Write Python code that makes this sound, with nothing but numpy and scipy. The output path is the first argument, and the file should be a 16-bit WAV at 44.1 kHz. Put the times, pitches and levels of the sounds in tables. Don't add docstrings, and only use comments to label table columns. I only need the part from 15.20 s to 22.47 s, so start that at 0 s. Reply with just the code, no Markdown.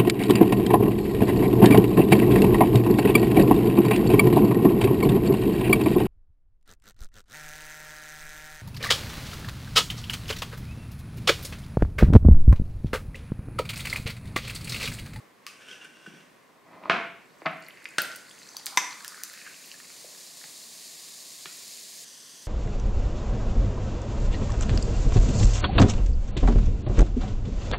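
import sys
import numpy as np
from scipy import signal
from scipy.fft import rfft, irfft
from scipy.io import wavfile
from scipy.ndimage import uniform_filter1d

SR = 44100
rng = np.random.default_rng(int(sys.argv[2]) if len(sys.argv) > 2 else 0)


def inscribe(sig):
    pcm = np.round(np.clip(np.atleast_2d(sig).T, -1, 1) * 32767)
    wavfile.write(sys.argv[1], SR, pcm.astype(np.int16))


def makeup_ratio(level_db):
    decades = np.asarray(level_db, float) / 20
    return 10 ** decades


N = 320607
RING_SENT_DB = -7
TABLE_ECHO_MS, TABLE_ECHO_DB = .425, -14.5
ICE_ECHO_MS, ICE_ECHO_DB = 0.83, -14


def unit(x):
    return x / np.sqrt(np.mean(x ** 2) + 1e-20)


def in_time(rows, silent_db=-120):
    s, level, *rest = np.transpose(rows)
    t = np.arange(N) / SR
    return [np.interp(t, s, level, silent_db, silent_db)] + [np.interp(t, s, c) for c in rest]


def at_hz(points, hz):
    table_hz, value = np.array(points).T[:2]
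    return np.interp(np.log(hz + 1), np.log(table_hz), value)


def colour(x, spectrum):
    cepstrum = irfft(at_hz(spectrum, np.linspace(0, SR / 2, 2049)) * np.log(10) / 20)
    cepstrum[1:2048] *= 2
    cepstrum[2049:] = 0
    return signal.fftconvolve(x, irfft(np.exp(rfft(cepstrum))))[:len(x)]


def drift(rate):
    steps = rng.standard_normal(4000)
    return np.interp(np.arange(N) / SR * rate, np.arange(len(steps)), steps)


def swells(rows):
    t = np.arange(N) / SR
    peaks = [db - np.where(t < s, rise * (s - t), fall * (t - s)) for s, db, rise, fall in rows]
    return np.max(peaks, axis=0)


def grains(per_s, spread_db):
    sizes = makeup_ratio(spread_db * np.minimum(rng.exponential(1, N), 5)) * rng.choice([-1, 1], N)
    return sizes * (rng.random(N) < per_s / SR)


def ring(clicks, hz, t60):
    r = makeup_ratio(-60 / (t60 * SR))
    w = 2 * np.pi * min(hz, SR / 2.2) / SR
    return signal.lfilter([0, np.sin(w)], [1, -2 * r * np.cos(w), r * r], clicks + 1e-18)


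def struck(hz, t60, size):
    t = np.arange(size) / SR
    swell = 1 - np.exp(-(t * hz / 1.2) ** 2)
    return np.sin(2 * np.pi * hz * t) * makeup_ratio(-60 * t / t60) * swell


def burst(ms, chance, size):
    x = 1. * (np.arange(size) == 0) + 1e-18
    lags = ms * SR / 1000 * ([.1, .25, .5] + chance * [.1, .15, .3])
    for lag in lags.astype(int) + 1:
        loop = np.r_[1, np.zeros(lag - 1), .6]
        x = signal.lfilter(loop[::-1], loop, x)
    return x


def echoed(x, ms, echo_db):
    lag = round(ms * SR / 1000)
    return x + makeup_ratio(echo_db) * np.r_[np.zeros(lag), x[:-lag]]


def add(out, sound, s, peak_db):
    i = round((s + 0.001146) * SR)
    out[i:i + len(sound)] += (sound * makeup_ratio(peak_db) / np.abs(sound).max())[:N - i]


def ticks(rows):
    out, wet = np.zeros((2, N))
    for s, peak_db, hz, t60, snap_db, snap_hz, reach in rows:
        reach = max(reach, 1.05)
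        edges = [snap_hz / reach, min(snap_hz * reach, SR / 2.5)]
        band = signal.butter(3, edges, "band", fs=SR, output="sos")
        snap = signal.sosfilt(band, burst(.4, rng.random(3), size=SR // 16))
        snap = echoed(echoed(snap, TABLE_ECHO_MS, TABLE_ECHO_DB), ICE_ECHO_MS, ICE_ECHO_DB)
        snap = makeup_ratio(snap_db) * snap / np.abs(snap).max()
        tone = struck(hz, t60, size=SR // 16)
        tone = tone / np.abs(tone).max()
        add(out, tone + snap, s, peak_db)
        add(wet, makeup_ratio(RING_SENT_DB) * tone + snap, s, peak_db + RING_SENT_DB * (snap_db < 0) / 2)
    return np.array([out, wet])


def pitched_ticks(table, cycles, snap_ratio, reach):
    return ticks([(s, db, hz, cycles / hz, snap_db, hz * snap_ratio, reach)
                  for s, db, hz, snap_db in table])


def slide(shoves, modes, slips_per_s, spread_db):
    slips = grains(slips_per_s, spread_db) * makeup_ratio(2.2 * drift(39.27))
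    body = 0
    for k, (hz, width, db) in enumerate(modes):
        body = body + (-1) ** k * makeup_ratio(db) * unit(ring(slips, hz, 2.23 / width))
    until_rest = np.arange(N) / SR < shoves[-1][0] + .2
    return makeup_ratio(swells(shoves)) * unit(body) * until_rest


def bubbles(clicks, dealt, pitches, cycles):
    out, run = np.zeros(N), slice(2 * SR, int(5.6 * SR))
    for k, hz in enumerate(pitches):
        mine = (clicks * (dealt == k))[run]
        out[run] += hz * ring(ring(mine, hz, cycles / hz), hz, cycles / hz)
    return out / np.std(out[run])


# (frequency [Hz], level [dB])
MURMUR = [(15, -20), (25, -39.5), (170, 0), (309, -0.5), (439, -1), (545, -2), (863, -6.5), (1100, -1.5),
          (1290, -9), (1560, -7.5), (2110, -5.5), (2280, -10), (3080, -14.5), (13600, -25), (16000, -27)]
# (frequency [Hz], side minus mid [dB])
MURMUR_SIDE = [(60, 5), (110, -5.5), (200, -3.5), (380, -6.5), (700, -1), (1290, -4), (2380, -6.5),
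               (4400, -5.5), (8120, -8), (15000, -10)]
# (time [s], level [dB])
MURMUR_SWELL = [(0, 5.5), (.12, 1), (1.1, 2.5), (1.4, -0.5), (2.2, 3.5), (7.3, 0)]


def hum():
    mid, side = rng.standard_normal((2, N))
    mid = colour(mid, MURMUR)
    side = colour(colour(side, MURMUR), MURMUR_SIDE)
    level_db = -60.5 + in_time(MURMUR_SWELL)[0] + .5 * drift(2.87)
    return makeup_ratio(level_db) * (mid + side * [[1], [-1]]) / np.std(mid)


# (time [s], peak level [dB], pitch [Hz], snap over ring [dB])
CAN_KNOCKS = [
    (.001, -51, 1154, -20),
    (0.484, -40, 3080, -12),
    (0.511, -34, 3180, -2),
    (.512, -40, 5750, 0),
    (0.529, -38, 2820, -5),
    (.612, -42, 2790, -12),
    (0.646, -42, 1530, -9),
    (.647, -40.5, 2840, -5),
    (0.861, -35, 1500, -2.5),
    (0.866, -44, 2780, -8),
]


def can_ticks():
    return pitched_ticks(CAN_KNOCKS, cycles=110, snap_ratio=0.94, reach=1.4)


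# (time [s], peak level [dB], crack length [ms], body ring [dB], share sent to the room [dB])
LOUD_BLOWS = [
    (0.2648, -23.5, .5, -15.5, -2),
    (1.696, -7, 1.13, -12.5, -0.5),
    (2.2573, -11, 1.0, -12.5, -4),
    (2.7816, -8.5, 1.6, -1, -4.5),
    (3.5717, -3.5, 1.1, -11, -7),
]
# (frequency [Hz], level [dB per Hz])
CONTACTS = [
    [(350, -38), (600, -46), (927, -29), (1140, -3.5), (1410, -17.5), (2750, -8), (3420, -19.5),
     (4680, -14.5), (15500, -31.5)],
    [(59, -21), (100, -25), (209, -11), (275, -19.5), (467, -11), (600, -25), (690, -7), (825, -13),
     (1150, -9), (1600, -8), (1850, -15), (2300, -12), (3200, -20), (4400, -28.5), (15500, -73)],
    [(40, -44), (100, -33), (162, -3.5), (429, -14.5), (590, -14), (700, 0), (825, -11.5), (1290, -5),
     (2630, -10), (3050, -16.5), (15500, -75)],
    [(59, -38), (100, -16.5), (627, -11.5), (1150, -20), (1480, -0.5), (2300, -13), (2900, -9.5),
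     (3500, -12.5), (4300, -12.5), (5170, -15.5), (5630, -18.5), (8580, -22), (15500, -36)],
    [(59, -72), (100, -35), (200, -14.5), (313, -13.5), (668, -14.5), (1020, 1), (1300, -7), (1700, -2.5),
     (2130, -2), (2900, -10.5), (3600, -11), (4300, -15), (5400, -7), (6120, -2), (6660, -11.5),
     (8500, -16), (10800, -29), (12600, -26), (13500, -24), (15500, -36)],
]
# (frequency [Hz], level [dB], t60 [s])
STRUCK_BODIES = [
    [(1164, -6.5, 0.24), (4770, -3, 0.03), (2980, -10, .03), (6700, -18, .05)],
    [(678, -3.5, 0.29), (696, -15, 0.23), (1055, 6, 0.021), (1200, -24, 0.091), (1210, -9, 0.13),
     (1360, -25, 0.16), (1410, -22, 0.2), (1450, -8, 0.014), (2150, -13.5, 0.31), (2160, -19, 0.036),
     (2400, -10, 0.032), (3700, -7, 0.017), (736, -11, 0.13), (390, -17, 0.23)],
    [(165, -18, 0.33), (322, -26, 0.19), (646, -3, 0.28), (883, -10, 0.22), (1110, 0, 0.13),
     (1280, -1, 0.13), (1470, -8, 0.03), (1730, -13, 0.22), (2050, 2, 0.065), (2300, -11.5, 0.21),
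     (2568, -4, 0.1), (3530, -3, .02), (4500, -2.5, 0.014)],
    [(1518, -14.5, 0.12), (1390, -19.5, 0.37), (1480, -25.5, 0.49), (1664, -9, 0.095), (650, -22, 0.066),
     (2740, -18, 0.065), (6300, -27, .05), (8500, -20, 0.05)],
    [(1014, 2.5, 0.059), (1150, -10, 0.12), (1669, -12, .08), (2078, 3, 0.038), (2287, -10.5, .12),
     (2650, -19, 0.069), (5000, -4, 0.011), (8500, -5, 0.027), (3680, 2, 0.02), (5944, -10.5, 0.15),
     (6350, -17, 0.21), (7600, -13, 0.046), (12560, -16.5, 0.098)],
]
# (delay [ms], level against the first [dB])
SECOND_LANDINGS = [
    (9, -28),
    (21.6, -14),
    (6.62, 4),
    (8.1, -37),
    (6.19, -9),
]


def blows():
    out, wet = np.zeros((2, N))
    for blow, contact, body, (ms, again_db) in zip(LOUD_BLOWS, CONTACTS, STRUCK_BODIES, SECOND_LANDINGS):
        s, peak_db, crack_ms, ring_db, wet_db = blow
        crack = colour(burst(crack_ms, rng.random(3), size=SR // 2), contact)
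        crack = echoed(crack / np.abs(crack).max(), ms, again_db)
        modes = sum(makeup_ratio(db) * struck(hz, t60, size=SR // 2) for hz, db, t60 in body)
        add(out, crack + makeup_ratio(ring_db) * modes, s, peak_db)
        add(wet, crack + makeup_ratio(ring_db + RING_SENT_DB) * modes, s, peak_db + wet_db)
    pan_db = 1.3
    return out * makeup_ratio(pan_db * np.array([[.5], [-.5]])), wet


# (peak time [s], level [dB], swell [dB per s], fall [dB per s])
CAN_PUSHES = [
    (.4, -42, 400, 33),
    (.46, -40.5, 102, 150),
    (0.525, -35.5, 150, 148),
    (.617, -39.5, 392, 244),
    (0.652, -38.5, 600, 350),
    (0.79, -43.5, 105, 57),
    (0.866, -41, 800, 202),
    (1.0, -46.5, 30, 247),
]
# (frequency [Hz], width [Hz], level [dB])
CAN_MODES = [(400, 200, -8), (1530, 135, -0.5), (1900, 590, -6), (2300, 180, -5.5), (2760, 170, -2),
             (3330, 510, -5), (4700, 470, -13), (5650, 620, -8.5), (8500, 2900, -11)]


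def can_slides():
    return slide(CAN_PUSHES, CAN_MODES, slips_per_s=3000, spread_db=1.4)


# (time [s], peak level [dB], pitch [Hz], snap over ring [dB])
SOFT_THUDS = [
    (0.873, -37.5, 220, 4),
    (0.934, -44, 166, 19),
    (4.843, -42, 597, -15),
    (4.846, -47, 450, -15),
    (4.95, -56, 480, -4),
    (6.255, -45.5, 400, 0),
    (6.258, -53.5, 172, -7),
    (5.24, -57, 170, -6),
]


def thuds():
    return pitched_ticks(SOFT_THUDS, cycles=8.9, snap_ratio=1.22, reach=1.6)


# (time [s], peak level [dB], pitch [Hz], snap over ring [dB])
GLASS_KNOCKS = [(1.29, -54, 1230, -22), (1.49, -55, 1030, -15), (1.614, -42, 678, -15),
                (1.641, -44, 961, -15), (1.655, -25.5, 1050, -22), (2.217, -34.5, 970, 0),
                (2.218, -38, 327, 5.5), (3.346, -40, 880, -17), (3.665, -57, 1025, -5),
                (5.239, -31.5, 1900, -3), (6.2555, -28, 1130, 8), (3.367, -40, 1050, -6)]


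def glass_ticks():
    return pitched_ticks(GLASS_KNOCKS, cycles=8, snap_ratio=1.76, reach=1.41)


# (peak time [s], level [dB], swell [dB per s], fall [dB per s])
GLASS_PUSHES = [
    (1.36, -53, 100, 118.4),
    (1.5, -46, 300, 60),
    (1.535, -38.5, 158, 100),
    (1.575, -40, 100, 400),
    (1.64, -33.5, 500, 40),
    (1.662, -40, 280, 500),
    (1.69, -51, 1500, 3000),
]
# (frequency [Hz], width [Hz], level [dB])
GLASS_MODES = [(350, 310, 0), (666, 100, -0.5), (1050, 190, 0.5), (2000, 230, -7.5), (2450, 300, -11),
               (4300, 1500, -17)]


def glass_slides():
    return slide(GLASS_PUSHES, GLASS_MODES, slips_per_s=2500, spread_db=0.82)


# (time [s], peak level [dB], pitch [Hz],
# snap over ring [dB])
ICE_CLINKS = [(2.464, -39.5, 4470, -25), (2.425, -43, 4500, -10), (2.896, -41.5, 650, -22),
              (2.484, -33, 2130, -11), (2.571, -39, 2100, 0), (2.5712, -49, 4000, -2),
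              (2.654, -28, 2450, -16), (2.658, -30, 2350, -14), (2.654, -26, 2150, -18),
              (2.654, -31, 3700, 3), (2.914, -38, 1580, 13), (3.093, -38.5, 4600, 0),
              (3.11, -38, 3360, -13), (3.194, -44, 4400, 9), (3.23, -35.5, 4200, -5),
              (3.272, -41, 4500, -2), (3.216, -38, 2000, -2), (3.366, -23, 4550, -6),
              (3.395, -32, 4350, -3), (3.464, -17, 4350, 11), (3.727, -32, 4200, -7),
              (3.8455, -32.5, 1700, -19), (3.8456, -28, 3930, 1), (3.943, -37, 1670, 0),
              (4.033, -37.5, 2160, 26), (4.096, -38.5, 1900, -1), (4.137, -35.5, 4400, 9),
              (4.18, -38, 4450, 4), (4.264, -33, 2300, -8), (4.265, -38, 1590, -2), (1.636, -41, 2500, -12),
              (1.655, -45, 2300, -12),
              (4.5142, -31.5, 2870, -4), (4.645, -41, 2100, 2), (4.7, -40.5, 1830, 5),
                (4.54, -39, 1730, -19), (4.948, -46.5, 1700, -13), (6.2575, -32.5, 2100, 7),
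                (6.2555, -26.5, 3070, 6), (6.2558, -32, 1740, -2), (4.5146, -31, 4600, -3),
                (4.6, -38, 1830, -2), (5.238, -40, 4500, -4), (5.239, -46, 850, -2),
              (3.18, -43, 2670, -2), (3.266, -45, 1680, -6), (3.396, -47, 880, -7), (3.453, -39, 4350, -25),
              (3.562, -34, 11700, -30), (3.666, -37, 2020, -10), (3.708, -31, 4700, -6),
              (3.805, -39, 1600, -6), (4.137, -43, 1670, -16), (4.174, -37.5, 1900, 9),
              (4.204, -40, 1760, 0), (4.214, -40, 2400, -2), (4.257, -41, 1760, -5),
              (4.274, -36, 1600, -13), (4.296, -41, 2420, 3), (4.33, -44, 2560, 0), (4.342, -38, 2730, -2),
              (4.441, -43, 2700, -4), (5.213, -43, 1820, -1), (2.506, -38.5, 3000, -15),
              (2.916, -31, 4900, 0), (2.948, -37, 6300, 0), (4.034, -25.5, 12000, 15),
              (3.465, -29, 1900, 10), (3.878, -29, 5050, -19), (3.313, -49, 4400, -8),
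              (2.2535, -27, 1000, 0), (.645, -43, 8500, 0), (2.398, -52, 14800, -20),
              (3.47, -31, 8200, -10)]


def ice_clinks():
    return pitched_ticks(ICE_CLINKS, cycles=20, snap_ratio=1, reach=1.4)


# (time [s], hiss level [dB])
HISS = [(2.1, -89), (2.46, -68), (2.87, -58.5), (3.3, -56), (3.88, -51), (4.89, -47.5), (5.31, -45.5),
        (6.84, -44), (7.3, -44.5)]
# (frequency [Hz], level [dB per Hz])
FOAM_COLOURS = [
    [(410, -26), (700, -5), (875, -36), (1200, -44), (1420, -97), (1640, -8), (1770, -8.5), (2240, -7.5),
     (2900, -5.5), (3400, -1), (3800, 2), (4320, 2), (5920, 2), (7390, 2), (9730, -2), (14600, -11.5),
     (16000, -8.5)],
    [(410, -54), (700, -25), (788, -23), (1120, -27), (1250, -36), (1350, -18), (1800, -7.5), (2160, -18),
     (2240, -16.5), (3260, -3), (3900, -8), (4800, -0.5), (5400, -5), (5990, 1.5), (7000, -7), (7700, -4.5),
     (8700, -5.5), (10500, -10.5), (14000, -18), (16000, -24)],
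]
FOAM_RETURNS = [-14, -40]


def fizz():
    after = np.arange(N) / SR > 6.845
    level_db = in_time(HISS)[0] - 4 * after + .5 * drift(6.7) + 0.31 * drift(25)
    out = 0
    for foam, echo_db, on in zip(FOAM_COLOURS, FOAM_RETURNS, (~after, after)):
        mid, side = [unit(echoed(colour(grains(6500, spread_db=-0.5), foam), TABLE_ECHO_MS, echo_db))
                     for _ in range(2)]
        out = out + on * makeup_ratio(level_db) * (mid + makeup_ratio(-15.5) * side * [[1], [-1]])
    return out


# (time [s], trickle level [dB], air column pitch [Hz])
STREAM = [(2.3, -72, 1900), (2.5, -58, 2100), (2.75, -57, 1990), (3.2, -61, 1900), (3.43, -61, 1740),
          (3.47, -55.5, 1050), (3.55, -54, 1043), (3.8, -55.5, 1285), (4.0, -52.5, 1660),
          (4.16, -58.5, 1726), (4.35, -67, 2150), (4.45, -57.5, 2300), (5.2, -86, 2360)]


def trickle():
    level_db, column_hz = in_time(STREAM)
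    drops = grains(1600 * makeup_ratio(2.0 * drift(25)), spread_db=3.5)
    scatter = 0.25 * np.clip(rng.standard_normal(N), -1.8, 1.8)
    step = np.round(6 * (np.log2(column_hz / 500) + scatter))
    return makeup_ratio(level_db) * bubbles(drops, step, 500 * 2 ** (np.arange(20) / 6), cycles=11.6)


# (time [s], peak level [dB], snap centre [Hz], ring [Hz], snap reach [pitch ratio])
ICE_SNAPS = [(2.4036, -52, 14500, 14600, 1.1), (2.422, -44, 8000, 6890, 1.18),
             (2.4825, -37, 11900, 12100, 1.15), (2.6269, -48, 8500, 9900, 1.2),
             (2.642, -37, 6500, 4600, 1.7), (2.6873, -38, 8500, 6600, 1.4), (2.7062, -42, 8000, 7000, 1.09),
             (2.817, -15, 13200, 4600, 1.24), (2.958, -29, 9600, 4700, 1.7),
             (2.962, -30, 10000, 10000, 2.3), (3.188, -36.5, 7500, 6300, 1.4),
             (3.2885, -35, 5940, 5500, 1.1), (3.3673, -22, 10400, 6200, 2.8), (3.458, -15, 11400, 7600, 2),
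             (3.466, -21, 8200, 8300, 1.9), (3.547, -41, 10000, 6050, 1.1), (3.845, -28, 11000, 8200, 2.1),
             (3.8783, -23.5, 7750, 5100, 1.63), (3.945, -38, 9000, 7950, 1.2),
             (4.097, -35, 5800, 6500, 1.4), (4.034, -19.5, 6900, 6140, 1.95),
             (6.6894, -48, 7520, 6180, 1.4), (2.314, -54, 11500, 11000, 1.3),
             (2.334, -57, 11000, 11000, 1.15), (2.3706, -53, 11500, 6580, 1.15),
             (2.4455, -51, 6500, 6490, 1.25), (4.1326, -35, 13500, 7370, 1.2),
             (4.458, -41, 13500, 12500, 1.15), (4.474, -39, 11500, 11000, 1.15),
             (3.0965, -41, 8760, 7500, 1.15), (3.1479, -41, 7300, 7200, 1.28),
             (3.774, -43, 8500, 8600, 1.2), (3.822, -40, 8500, 8060, 1.2), (3.665, -47, 12300, 12500, 1.1),
             (3.113, -41, 8500, 7500, 1.2)]


def ice_snaps():
    return ticks([(s, db, hz, 0.012, 9, snap_hz, reach) for s, db, snap_hz, hz, reach in ICE_SNAPS])


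# (peak time [s], level [dB], swell [dB per s], fall [dB per s])
POP_SWELLS = [
    (2.42, -66, 250, 10),
    (3.3, -57, 20, 8),
    (4.2, -62.5, 4.5, 16),
]
GLASS_PITCHES = [3770, 4200, 4350, 4400, 4450, 4770, 4600, 4700, 5600, 6200, 6270, 7600, 7750]


def pops():
    clicks = grains(260, spread_db=2.2)
    dealt = rng.integers(0, len(GLASS_PITCHES), N)
    return makeup_ratio(swells(POP_SWELLS)) * bubbles(clicks, dealt, GLASS_PITCHES, cycles=22.0)


# (peak time [s], level [dB], swell [dB per s], fall [dB per s])
GURGLES = [
    (4.135, -44, 510, 200),
    (4.176, -42, 900, 300),
    (4.208, -39.5, 300, 200),
    (4.265, -34.5, 600, 260),
    (4.296, -38, 500, 250),
    (4.335, -42, 400, 503),
]
# (frequency [Hz], width [Hz], level [dB])
AIR_POCKETS = [(1500, 230, -5), (1810, 250, 0), (2150, 350, -3), (2600, 380, -3)]


def gurgle():
    return makeup_ratio(-11.5) * slide(GURGLES, AIR_POCKETS, slips_per_s=1500, spread_db=2.4)


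# (frequency [Hz], t60 [s])
ROOM_DECAY = [(100, 0.65), (300, 0.56), (1000, 0.47), (2500, 0.63), (5000, 0.44), (10000, 0.65),
              (16000, 0.15)]
# (time [s], level [dB])
EARLY_ECHOES = [(.0065, -9), (.0082, -14), (0.0125, -15), (0.014, -15), (0.019, -18), (.0233, -18)]
# (frequency [Hz], side minus mid [dB])
ROOM_WIDTH = [(100, -14.5), (1000, -12), (3000, -11.5), (12000, -7)]


def kitchen(x):
    t, tail = np.arange(SR) / SR, 0
    edges = 60 * 2 ** np.arange(0, 8.5, .5)
    white = rng.standard_normal((2, 2, SR))
    for k, (low, high) in enumerate(zip(edges, edges[1:])):
        band = signal.butter(2, [low, high], "band", fs=SR, output="sos")
        t60 = at_hz(ROOM_DECAY, np.sqrt(low * high))
        tail = tail + signal.sosfilt(band, white[k % 2]) * makeup_ratio(-60 * t / t60)
    tail = tail * np.clip((t - .003) / 0.00025, 0, 1)
    mid, side = tail / np.sqrt(np.sum(tail[0] ** 2))
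    side = colour(side, ROOM_WIDTH)
    for s, db in EARLY_ECHOES:
        mid[round(s * SR)] += makeup_ratio(db)
    return np.array([signal.fftconvolve(x, mid + ear * side)[:N] for ear in (1, -1)])


def scene():
    loud, loud_sent = blows()
    small, small_sent = can_ticks() + thuds() + glass_ticks() + ice_clinks() + ice_snaps()
    rubs = makeup_ratio(-10.5) * (can_slides() + glass_slides())
    drink = trickle() + pops() + gurgle()
    walls = signal.butter(1, 7300, fs=SR)
    sent = loud_sent + makeup_ratio(-3.0) * signal.lfilter(*walls, small_sent)
    sent = sent + makeup_ratio(-4.5) * rubs + makeup_ratio(-11.0) * drink
    heard = loud + small + rubs + drink + kitchen(sent)
    thin = signal.butter(3, 130, "high", fs=SR, output="sos")
    return signal.sosfilt(thin, heard) + fizz() + hum()


def low_pass(x):
    return signal.sosfilt(signal.butter(12, 16830, fs=SR, output="sos"), x)


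def record(dry):
    dry = signal.sosfilt(signal.butter(24, 16400, fs=SR, output="sos"), dry)
    spectrum = rfft(dry)
    hz = np.linspace(0, SR / 2, spectrum.shape[1])
    top = irfft(spectrum * (hz > 15750), N)
    opens_db = -56
    opens = uniform_filter1d(np.mean(top ** 2, axis=0), size=256) > makeup_ratio(2 * opens_db)
    mix = dry - top * (1 - uniform_filter1d(1. * opens, size=256))
    return low_pass(mix)


dry = scene()
out = record(dry)
inscribe(out)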